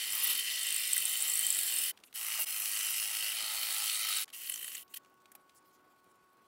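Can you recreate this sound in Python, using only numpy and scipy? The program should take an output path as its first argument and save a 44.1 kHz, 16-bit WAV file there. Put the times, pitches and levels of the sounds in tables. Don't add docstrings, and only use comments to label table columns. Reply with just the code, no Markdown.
import sys
import numpy as np
from scipy import signal
from scipy.io import wavfile
from scipy.ndimage import uniform_filter1d

SR = 44100
rng = np.random.default_rng(int(sys.argv[2]) if len(sys.argv) > 2 else 0)


def volts(x):
    e = np.asarray(x, float) / 20
    return 10 ** e


def wav_record(signal):
    frames = np.transpose(np.atleast_2d(signal))
    bounded = np.clip(frames, -1, 1)
    quanta = np.round(bounded * 32767).astype(np.int16)
    wavfile.write(sys.argv[1], SR, quanta)


N = 285322

# [t/s, effort level/dB, bite level/dB (shriek of the teeth)]
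BURSTS = [
    [(0.0, -38, -6), (0.096, -40.5, -.5), (0.29, -34, -6.5), (0.434, -39.5, -3), (0.5, -37.5, -4.5),
     (0.98, -38.5, .3), (1.488, -39, 2), (1.902, -41, 4.3), (1.921, -52, -2)],
    [(2.138, -54, 2.2), (2.16, -45.5, 2.2), (2.398, -39.5, -1), (2.451, -44, 2)],
    [(2.449, -66, 2.2), (2.462, -46, -4), (2.474, -43.5, 3), (2.86, -39, -.6), (2.968, -40.5, .4),
     (3.34, -39, -2.5)],
    [(3.33, -42, -.9), (3.414, -38.5, -5), (3.79, -39.5, -.2), (4.188, -36, -5), (4.236, -40, -2.2),
     (4.249, -58, -2.2)],
    [(4.326, -50.5, 1.2), (4.476, -51.5, 4), (4.774, -53, 4.5), (4.838, -60, 3)],
    [(4.937, -50, -1.5), (4.943, -40, -1.5), (4.956, -63, 10.5)],
    [(4.953, -56, 7), (4.973, -46.5, 1.2), (4.99, -73, 1.2)],
]
CONTACTS = [0, 1, 1, 2, 3, 3, 3]
# [t/s, speed/turns per second]
SAW_SPEED = [(0, 53.3), (.4, 54.6), (1, 53), (1.52, 53.6), (1.58, 47), (1.72, 43.5), (1.93, 43), (2.14, 56),
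             (2.5, 53), (2.8, 52.4), (3.3, 53.5), (3.6, 53.2), (3.85, 52.3), (4.25, 52.3), (4.4, 56)]
PART_EDGES = [450, 1600, 6800, 10000, 17000]
# [drum level/dB, panel level/dB, cup level/dB, teeth level/dB]
PART_LEVELS = [(-20, 0, 1.2, 0), (-15.5, 0, 1.5, 0), (-15.5, 0, 1.1, 0), (-21, 0, -.6, 0)]
BITE_FOLLOW = [.1, 0, .7, 1]
REPEAT_SHARE = [0.6, 0.48, 0.085, 0.26]
BITE_DEPTH = [.6, 1.05, .9, .9]
# [t/s, level/dB under the effort, f/Hz, length/s]
BOOMS = [
    (.17, -29, 350, .28),
    (.05, -24, 930, .33),
    (3.15, -26, 630, .2),
    (1.0, -31, 800, .92),
    (2.15, -18, 1020, .3),
    (3.32, -20.5, 790, .57),
    (4.13, -20, 900, .12),
]
# [multiple of saw speed, level/dB under the panel in each of four contacts]
GEAR_TONES = [(12, -41, -41, -38, -45), (14, -43, -41, -35, -45), (16, -42, -41, -31, -45),
              (25, -39, -26, -33, -40), (36, -22, -22, -30, -35), (38, -24.5, -16, -22, -26),
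              (40, -21, -20, -29, -36), (42, -23.5, -19, -20, -35), (52, -23.5, -14, -29, -35),
              (58, -21, -22, -22, -30)]
# [multiple of saw speed, level/dB under the effort]
GEAR_SONG = [(25, -29), (40, -18), (42, -12), (54, -14), (55, -18), (60, -17), (68, -20), (73, -19),
             (74, -13), (78, -18), (82, -12), (83, -18)]


def cutting(rows, contact):
    s, t, (effort_db, bite_db) = columns(rows)
    count = len(t)
    levels_db = [effort_db + part_db + follow * bite_db
                 for part_db, follow in zip(PART_LEVELS[contact], BITE_FOLLOW)]
    turns = np.cumsum(np.interp(t, *np.transpose(SAW_SPEED))) / SR

    tick_size = volts(4.64 * np.minimum(rng.exponential(1, count), 3.4))
    ticks = tick_size * (rng.random(count) < 3000 / SR)
    ticks = evened(ticks * rng.choice([-1, 1], count))
    chips = evened(rng.standard_normal(count) + 0.45 * ticks)
    fresh = panel(chips, contact)
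    again = panel(repeating(turns, memory=0.86), contact)

    out = np.zeros(count)
    for lo, hi, db, share in zip(PART_EDGES, PART_EDGES[1:], levels_db, REPEAT_SHARE):
        rung = band(np.sqrt(1 - share) * fresh + np.sqrt(share) * again, lo, hi)
        bitten = rung * bites(turns, rng.uniform(0, 0.15)) ** BITE_DEPTH[contact]
        out += volts(db + 0.89 * slow(count, 29.94)) * evened(bitten)

    boom_rise_s, boom_width = 0.06, 1.27
    for start, db, hz, length in BOOMS:
        swell = np.clip(np.minimum(t - start, start + length - t) / boom_rise_s, 0, 1)
        boom = evened(band(fresh + again, hz / boom_width, hz * boom_width, order=2))
        out += volts(effort_db + db) * swell * boom

    for multiple, *dbs in GEAR_TONES:
        waver_db = 2.5 * slow(count, 4)
        out += volts(levels_db[1] + dbs[contact] + waver_db) * np.sin(2 * np.pi * multiple * turns)

    sing_from_s, sing_to_s, sing_rise_s = 3.76, 4.3, 0.12
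    sings = np.clip(np.minimum(t - sing_from_s, sing_to_s - t) / sing_rise_s, 0, 1)
    if sings.any():
        for multiple, db in GEAR_SONG:
            level = sings * volts(effort_db + db + 2.6 * slow(count, 7))
            out += level * np.sin(2 * np.pi * (multiple * turns + rng.random()))

    shake = evened(band(rng.standard_normal(count), 22, 90, order=2))
    out += volts(effort_db - 54 + 4 * slow(count, 9)) * shake
    edge = np.minimum(np.minimum(t - t[0] + (s == 0), t[-1] - t) / 0.012, 1)
    return s, patchy(out, patchy_db=1.5) * np.sin(np.pi / 2 * edge)


def bites(turns, lead):
    halves = 2 * (turns + lead)
    whole = halves.astype(int)
    bite_db = 2 * np.clip(rng.standard_normal(whole[-1] + 1), -2, 1.4)[whole] - 9.2 * (whole % 2)
    curl = volts(1.43 * slow(len(turns), 220))
    return curl * (1.38 + volts(bite_db) * np.exp(-((halves % 1 - 0.45) / 0.22) ** 2))


def repeating(turns, memory):
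    burrs = rng.standard_normal((int(turns[-1]) + 40, 800))
    worn = signal.lfilter([1], [1, -memory], burrs, axis=0)[30:]
    return evened(worn.ravel()[(turns * 800).astype(int)])


# [f/Hz, width/Hz, level/dB in each of four contacts]
PANEL_MODES = [(647, 110, -20, -27, -19, -23), (847, 140, -24, -22, -17, -24),
               (1299, 134, -12.5, -13.5, -4, -17), (1958, 136, -4, -7, -9.5, -5.5),
               (2077, 62, -4, -19, -6, -23), (2457, 115, -6.5, -9, -6.5, -21),
               (2840, 440, -2, -2.5, -4, -3.5), (3070, 150, 3.5, -1.5, 0, 3),
               (3574, 118, -2, -17.5, -6.5, -10.5), (3840, 110.5, -4.5, -8.5, -2, -10.5),
               (4372, 410, -4, -8, -3, -8), (5166, 250, -5, -5, -6.5, -11.5),
               (5876, 400, -9, -7, -10, -10.5)]
# [f/Hz, width/Hz, level/dB in each of four contacts]
CUP_MODES = [(6550, 240, -15.5, -14.5, -15.5, -13), (7720, 410, 2.5, -4.5, -5, -7),
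             (8340, 300, -3.5, -6.5, -7, -14), (8750, 300, 3.5, -2.5, -6.5, -11),
             (9310, 266, -1.5, -8, -4, -7.5), (10540, 290, -5, 0, -1.5, -4.5),
             (11170, 260, -5.5, -3, -4.5, -2.5), (11890, 650, -11.5, 0, -1.5, -4),
             (12400, 400, -5, -4, -5, -1), (13600, 387, -11.5, -7.5, -4, -3), (14700, 480, -6, 1, -1, -.5),
             (15700, 660, -11.5, -4.5, -4, -9)]
# [f/Hz, level/dB]
BETWEEN_MODES = [(300, -55), (600, -31.5), (1500, -16.5), (2300, -13.5), (3340, -16), (6500, -18),
                 (10000, -9.5), (14000, -15)]


def panel(x, contact):
    modes = [(hz, width, dbs[contact]) for hz, width, *dbs in PANEL_MODES + CUP_MODES]
    return body(x, BETWEEN_MODES, modes)


def patchy(x, patchy_db):
    z = signal.stft(x, nperseg=512, noverlap=384)[2]
    patches = rng.standard_normal(z.T.shape).T
    patches = uniform_filter1d(patches, size=4, axis=0)
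    patches = evened(uniform_filter1d(patches, size=30, axis=1))
    return signal.istft(z * volts(patchy_db * patches), nperseg=512, noverlap=384)[1][:len(x)]


# [t/s, peak level/dB, ring f/Hz]
SNAGS = [(0.5577, -28, 8890), (0.5931, -28, 8850), (0.6141, -27, 8800), (0.632, -25, 8220),
         (0.6689, -24, 8230), (0.6874, -26, 8650), (0.7054, -24, 8780), (0.7248, -20, 8820),
         (0.7433, -21, 8600), (0.7622, -17, 8740), (0.7812, -24, 7450), (0.8041, -26, 8620),
         (0.8755, -23, 9310), (0.9164, -25, 8760), (0.9318, -13, 8210), (0.9643, -21, 8660),
         (0.9787, -16, 8550), (1.0536, -16, 8560), (1.092, -25, 7400), (1.1104, -26, 7760),
         (1.1294, -28, 8780), (1.1718, -25, 8730), (1.2037, -23, 7790), (1.2232, -17, 8520),
         (1.2796, -22, 7500), (1.298, -18, 7760), (1.317, -23, 8850), (1.3359, -18, 7800),
         (1.3544, -19, 8110), (1.3738, -19, 8890), (1.3918, -17, 8750), (1.4103, -21, 8770),
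         (1.4287, -21, 7760), (1.4477, -21, 7780), (1.4661, -15, 8530), (1.4851, -26, 7740),
         (1.5035, -14, 7890), (1.525, -20, 7760), (1.547, -22, 7760), (1.5664, -27, 8870),
         (1.5879, -18, 8600), (1.6098, -23, 8610), (1.6313, -23, 8620), (1.6956, -26, 7500),
         (1.7385, -19, 8590), (1.762, -20, 8900), (1.7859, -20, 8580), (1.8168, -28, 9370),
         (1.8363, -23, 8880), (1.8582, -27, 8910), (1.8822, -27, 8740),
         (.103, -26, 8860),
    (.122, -24, 7780),
    (3.867, -27, 8100),
    (3.93, -25, 9300),
    (3.945, -28, 8200),
    (3.964, -26, 8200),
    (4.005, -26, 9400),
    (4.17, -21, 8300),
]
PING_MODES = [7450, 7780, 8200, 8560, 8860, 9320]


def snag(s, db, hz):
    t = np.arange(900) / SR
    spread_hz, rise_s, t60_s = 900, 0.0008, 0.013
    overtone_db = -5 + 0.5 * db + 2 * rng.standard_normal()
    modes = np.array(PING_MODES)[:, None]
    phases = 2 * np.pi * rng.random((len(PING_MODES), 1))
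    nearness = np.exp(-((modes - hz) / spread_hz) ** 2)
    tones = np.cos(2 * np.pi * modes * (t - 2 * rise_s) + 0.45 * phases)
    chord = evened((nearness * tones).sum(0))
    decay = volts(-60 * t / t60_s) + 0.08 * volts(-60 * t / 0.029)
    ping = chord * (1 - np.exp(-(t / rise_s) ** 2)) * decay
    over = evened(band(rng.standard_normal(len(t)), 13600, 16200, order=1))
    over = over * (t / 0.0008) * np.exp(-t / 0.0013)
    return s, volts(db) * (0.88 * ping + volts(overtone_db) * over)


# [t/s, peak level/dB, f/Hz, length/s]
RUBS = [(0.127, -23, 12600, 0.012), (0.149, -20.5, 12600, 0.011), (.175, -23, 13500, 0.01),
        (0.193, -23, 12000, .014), (.22, -24, 10400, 0.0082), (0.225, -17.5, 12400, 0.037),
        (0.266, -19, 12800, 0.018), (0.282, -20.5, 12200, 0.048), (0.325, -20, 12400, 0.013),
        (0.345, -23, 11500, 0.016), (.373, -21, 12600, 0.013), (.393, -21, 12000, 0.0088),
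        (.49, -30, 4000, .035), (.94, -23, 13000, .008), (.96, -19, 12000, .01), (.962, -29, 1900, .012),
        (1.111, -23, 14300, .01), (1.892, -24, 12500, .008), (2.154, -29, 10800, .007),
        (2.264, -26, 11500, .007), (2.283, -24, 11500, .007), (2.382, -21.5, 13200, 0.06),
        (2.383, -41, 785, 0.032), (5.346, -52, 810, 0.02)]
# [t/s, peak level/dB, f/Hz, length/s]
BRUSHES = [(2.034, -52, 11500, 0.056), (2.065, -58, 3000, .03), (5.64, -62, 14300, .06),
           (2.048, -60, 7800, .05), (4.887, -58, 8000, .06), (4.89, -53, 14200, .055),
           (5.4, -66, 10000, 0.028), (5.542, -55, 8900, 0.06), (5.543, -59, 14100, 0.049),
           (5.549, -61, 5600, 0.046), (5.677, -66, 11000, .035), (5.714, -64, 6200, 0.067),
           (5.72, -64, 13000, .05), (6.09, -65, 9000, .04)]


def rub(s, db, hz, length):
    count = round(length * SR)
    slips = np.cumsum(372 * (1 + 0.06 * slow(count, 90))) / SR % 1
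    chatter = volts(7.5 * (db > -35) * np.exp(-slips / 0.22))
    grit = rng.standard_normal(count) * volts(2 * np.minimum(rng.exponential(1, count), 4))
    scrape = evened(band(grit * chatter, 0.79 * hz, 1.2 * hz))
    return s, volts(db - 11.5) * scrape * signal.windows.tukey(count, 0.7)


# [t/s, peak level/dB, length/s, cup f/Hz]
LURCHES = [(4.4134, -38, 0.014, 7500), (4.442, -39, 0.0096, 4300), (4.453, -35, 0.015, 9000),
           (4.471, -31, 0.012, 4400), (4.4945, -17.5, 0.012, 10300), (4.5176, -24, 0.013, 8800),
           (4.537, -23, 0.012, 7200), (4.5586, -27, 0.0065, 6400), (4.5756, -33, 0.0057, 6700),
           (4.592, -38, .006, 9000), (4.611, -38, 0.0075, 7500), (4.627, -27, 0.008, 11500),
           (4.643, -26, 0.009, 9000), (4.679, -26, 0.007, 9600), (4.7175, -35, 0.0063, 6000),
           (4.7453, -26, 0.018, 7500), (4.7684, -33, 0.007, 3900), (4.7794, -32, 0.006, 9000)]


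def lurch(s, db, length, hz):
    count = round(length * SR)
    push = rng.standard_normal(count) * np.hanning(count)
    rung = panel(np.append(push, np.zeros(600)), CONTACTS[-1])
    cup = evened(band(rung, 0.84 * hz, 1.18 * hz, order=2))
    sheet = evened(band(rung, 1250, 3700, order=2))
    sheet_db = 0.47 * (-35 - db)
    return s - 0.002, volts(db - 19.5) * (volts(sheet_db) * sheet + cup)


# [t/s, f/Hz, level/dB]
SQUEAL = [
    (2.375, 2890, -50),
    (2.419, 2730, -37.5),
    (2.44, 2630, -66),
]
# [t/s, f/Hz, level/dB]
WHINE = [
    (4.33, 14400, -62),
    (4.885, 14200, -71),
]


def whistle(rows, waver, waver_hz):
    s, t, (hz, db) = columns(rows)
    turns = np.cumsum(hz * (1 + waver * slow(len(t), waver_hz))) / SR
    level = volts(db + 2.5 + 2.9 * slow(len(t), 60))
    return s, level * np.sin(2 * np.pi * turns) * signal.windows.tukey(len(t), 0.2)


# [t/s, peak level/dB, f/Hz, brightness level/dB]
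CLICKS = [(1.9733, -46.5, 3100, -9), (1.9884, -54, 2000, -3), (2, -53, 4000, -3), (2.0362, -41, 3220, -17),
          (2.1265, -45, 3080, 0), (4.255, -53, 6000, -3), (4.2785, -42.5, 2010, -22),
          (4.2884, -47, 3070, -18), (4.3001, -44, 3080, 2), (4.8788, -54, 5000, 0),
          (5.0464, -54, 2890, -21), (5.0584, -57, 2710, -15), (5.098, -62, 14500, 4), (5.14, -60, 14000, 3),
          (5.2016, -62, 6000, -4), (5.218, -61, 7000, 0), (5.256, -49, 2700, -7), (5.317, -44.5, 9730, 2),
          (5.351, -39, 12000, 0), (5.494, -50, 3300, -16), (5.547, -56, 14500, 3), (6.0417, -59, 10500, -1),
          (6.1134, -60, 8330, -6), (6.155, -62, 13000, 2), (6.33, -62, 12000, 1), (6.37, -62, 7500, 0)]


def click(s, db, hz, bright_db):
    t = np.arange(2500) / SR
    t60_s = 0.028 + 0.0004 * (db + 36)
    crack = rng.standard_normal(len(t))
    tinted = evened(band(crack, 1300, 10400, order=2))
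    tinted = tinted + 1.06 * evened(band(crack, 0.84 * hz, 1.2 * hz, order=1))
    bright = volts(bright_db) * evened(band(crack, 7200, 17500, order=2))
    knock = volts(0.78 * (db + 30)) * evened(band(crack, 600, 3100, order=2))
    envelope = (1 - np.exp(-t / 0.0013)) * volts(-60 * t / t60_s)
    return s, volts(db - 7) * (tinted + bright + knock) * envelope


# [t/s, level/dB, f/Hz]
THUDS = [
    (.97, -72, 150),
    (1.78, -69, 220),
    (3.409, -68, 220),
    (3.939, -74, 170),
    (6.051, -73.5, 150),
]


def thud(s, db, hz):
    push = rng.standard_normal(1800) * np.hanning(1800)
    return s, volts(db) * evened(band(push, 0.5 * hz, 2.6 * hz, order=2))


# [t/s, level/dB]
RUSTLES = [
    [(1.92, -73), (2.03, -74), (2.09, -74), (2.14, -77)],
    [(4.25, -84), (4.33, -66.5)],
    [(4.83, -80), (4.876, -81), (4.9, -70), (4.93, -69), (4.984, -77.5), (6.112, -76), (6.47, -77)],
]
# [f/Hz, level/dB per Hz]
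RUSTLE_COLOUR = [(1200, -23), (2000, -6.5), (3900, -8.5), (5900, -12), (9000, -11), (12000, -13.5),
                 (14500, -10.5), (16200, -14)]


def rustle(rows):
    s, t, (db,) = columns(rows)
    grains = rng.standard_normal(len(t)) * volts(1.8 * slow(len(t), 42))
    return s, volts(db) * evened(patchy(body(grains, RUSTLE_COLOUR), patchy_db=2.4))


# [t/s, air level/dB, machine hum level/dB]
ROOM = [(0.0, -70, -77), (0.32, -68, -65), (0.55, -75, -71), (1.75, -70, -71), (1.91, -70, -95),
        (2.2, -76, -90), (2.4, -74, -70), (4.0, -78, -72), (4.5, -73.5, -72), (5.08, -73.5, -68),
        (6.47, -74.5, -69)]
# [f/Hz, level/dB per Hz]
AIR_COLOUR = [(15, -59), (25, -29), (300, -5.5), (540, -10), (1400, -10.5), (1620, -17), (6000, -33.5),
              (9000, -90)]
# [f/Hz, level/dB]
HUM_LINES = [(370, -10), (740, -15), (899, -15), (1110, 0.5), (1480, -7.5)]


def shop():
    s, *levels = np.transpose(ROOM)
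    air_db, hum_db = (np.interp(np.arange(N) / SR, s, level) for level in levels)
    air = evened(body(rng.standard_normal(N), AIR_COLOUR))
    air = volts(air_db + 2.5 + 1.3 * slow(N, 7)) * air
    shudder = evened(band(rng.standard_normal(N), 50, 180, order=2))
    shudder = volts(-92 + 2.5 * slow(N, 20)) * shudder
    waver = 1 + 0.0015 * slow(N, 30)
    hum = np.zeros(N)
    for hz, db in HUM_LINES:
        hum += volts(db + 0.91 * slow(N, 23)) * np.sin(2 * np.pi * np.cumsum(hz * waver) / SR)
    return air + shudder + volts(hum_db + 0.5) * hum


def body(x, colour, modes=()):
    hz = abs(np.fft.fftfreq(8192, 1 / SR))
    power = volts(read(colour, hz)) ** 2
    for mode_hz, width, db in modes:
        power = power + volts(db) ** 2 / (1 + (2 * (hz - mode_hz) / width) ** 2) ** 1.46
    log_gain = np.log(power + 1e-10) / 2
    taps = np.fft.ifft(np.exp(np.conj(signal.hilbert(log_gain)))).real[:4096]
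    return signal.oaconvolve(x, taps)[:len(x)]


def band(x, lo_hz, hi_hz, order=3):
    edges = [lo_hz, min(hi_hz, 21000)]
    return signal.sosfilt(signal.butter(order, edges, "band", fs=SR, output="sos"), x)


def slow(length, hz):
    lowpass = signal.butter(2, hz, fs=SR, output="sos")
    return evened(signal.sosfilt(lowpass, rng.standard_normal(length + 4000))[4000:])


def evened(x):
    return x / np.sqrt(np.mean(x ** 2) + 1e-20)


def read(points, hz):
    f, value = np.transpose(points)
    return np.interp(np.log(hz + 1), np.log(f + 1), value)


def columns(rows):
    s, *cols = np.transpose(rows)
    t = np.arange(s[0], s[-1], 1 / SR)
    return s[0], t, [np.interp(t, s, c) for c in cols]


def add(mix, s, sound):
    part = mix[max(round(s * SR), 0):][:len(sound)]
    part += sound[:len(part)]


def gate(x, floor_db, from_hz):
    hz, _, z = signal.stft(x, SR, nperseg=1024)
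    blocks = abs(z[:512].reshape(32, 16, -1)) ** 2
    power = uniform_filter1d(blocks.mean(1), size=3, axis=1)
    quiet = np.repeat(10 * np.log10(power + 1e-20) < floor_db, 16, axis=0)
    quiet = np.vstack([quiet, quiet[-1:]])
    keep = np.where(quiet & (hz[:, None] > from_hz), volts(-20), 1)
    return signal.istft(z * keep, SR, nperseg=1024)[1][:len(x)]


def scene():
    mix = shop()
    for rows, contact in zip(BURSTS, CONTACTS):
        add(mix, *cutting(rows, contact))
    events = ((snag, SNAGS), (rub, RUBS + BRUSHES), (lurch, LURCHES), (click, CLICKS), (thud, THUDS))
    for source, table in events:
        for row in table:
            add(mix, *source(*row))
    for rows in RUSTLES:
        add(mix, *rustle(rows))
    add(mix, *whistle(SQUEAL, waver=0.0091, waver_hz=60))
    add(mix, *whistle(WHINE, waver=0.0073, waver_hz=200))
    return np.array([mix, mix])


def top_cut(x):
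    return signal.sosfilt(signal.butter(12, 16970, fs=SR, output="sos"), x)


def record(dry):
    gated = gate(dry[0], floor_db=-108.5, from_hz=12000)
    lowpass = signal.firwin(401, 15850, window=("kaiser", 6), fs=SR)
    limited = signal.oaconvolve(gated, lowpass, "same")
    return top_cut(np.array([limited, limited]))


dry = scene()
out = record(dry)
wav_record(out)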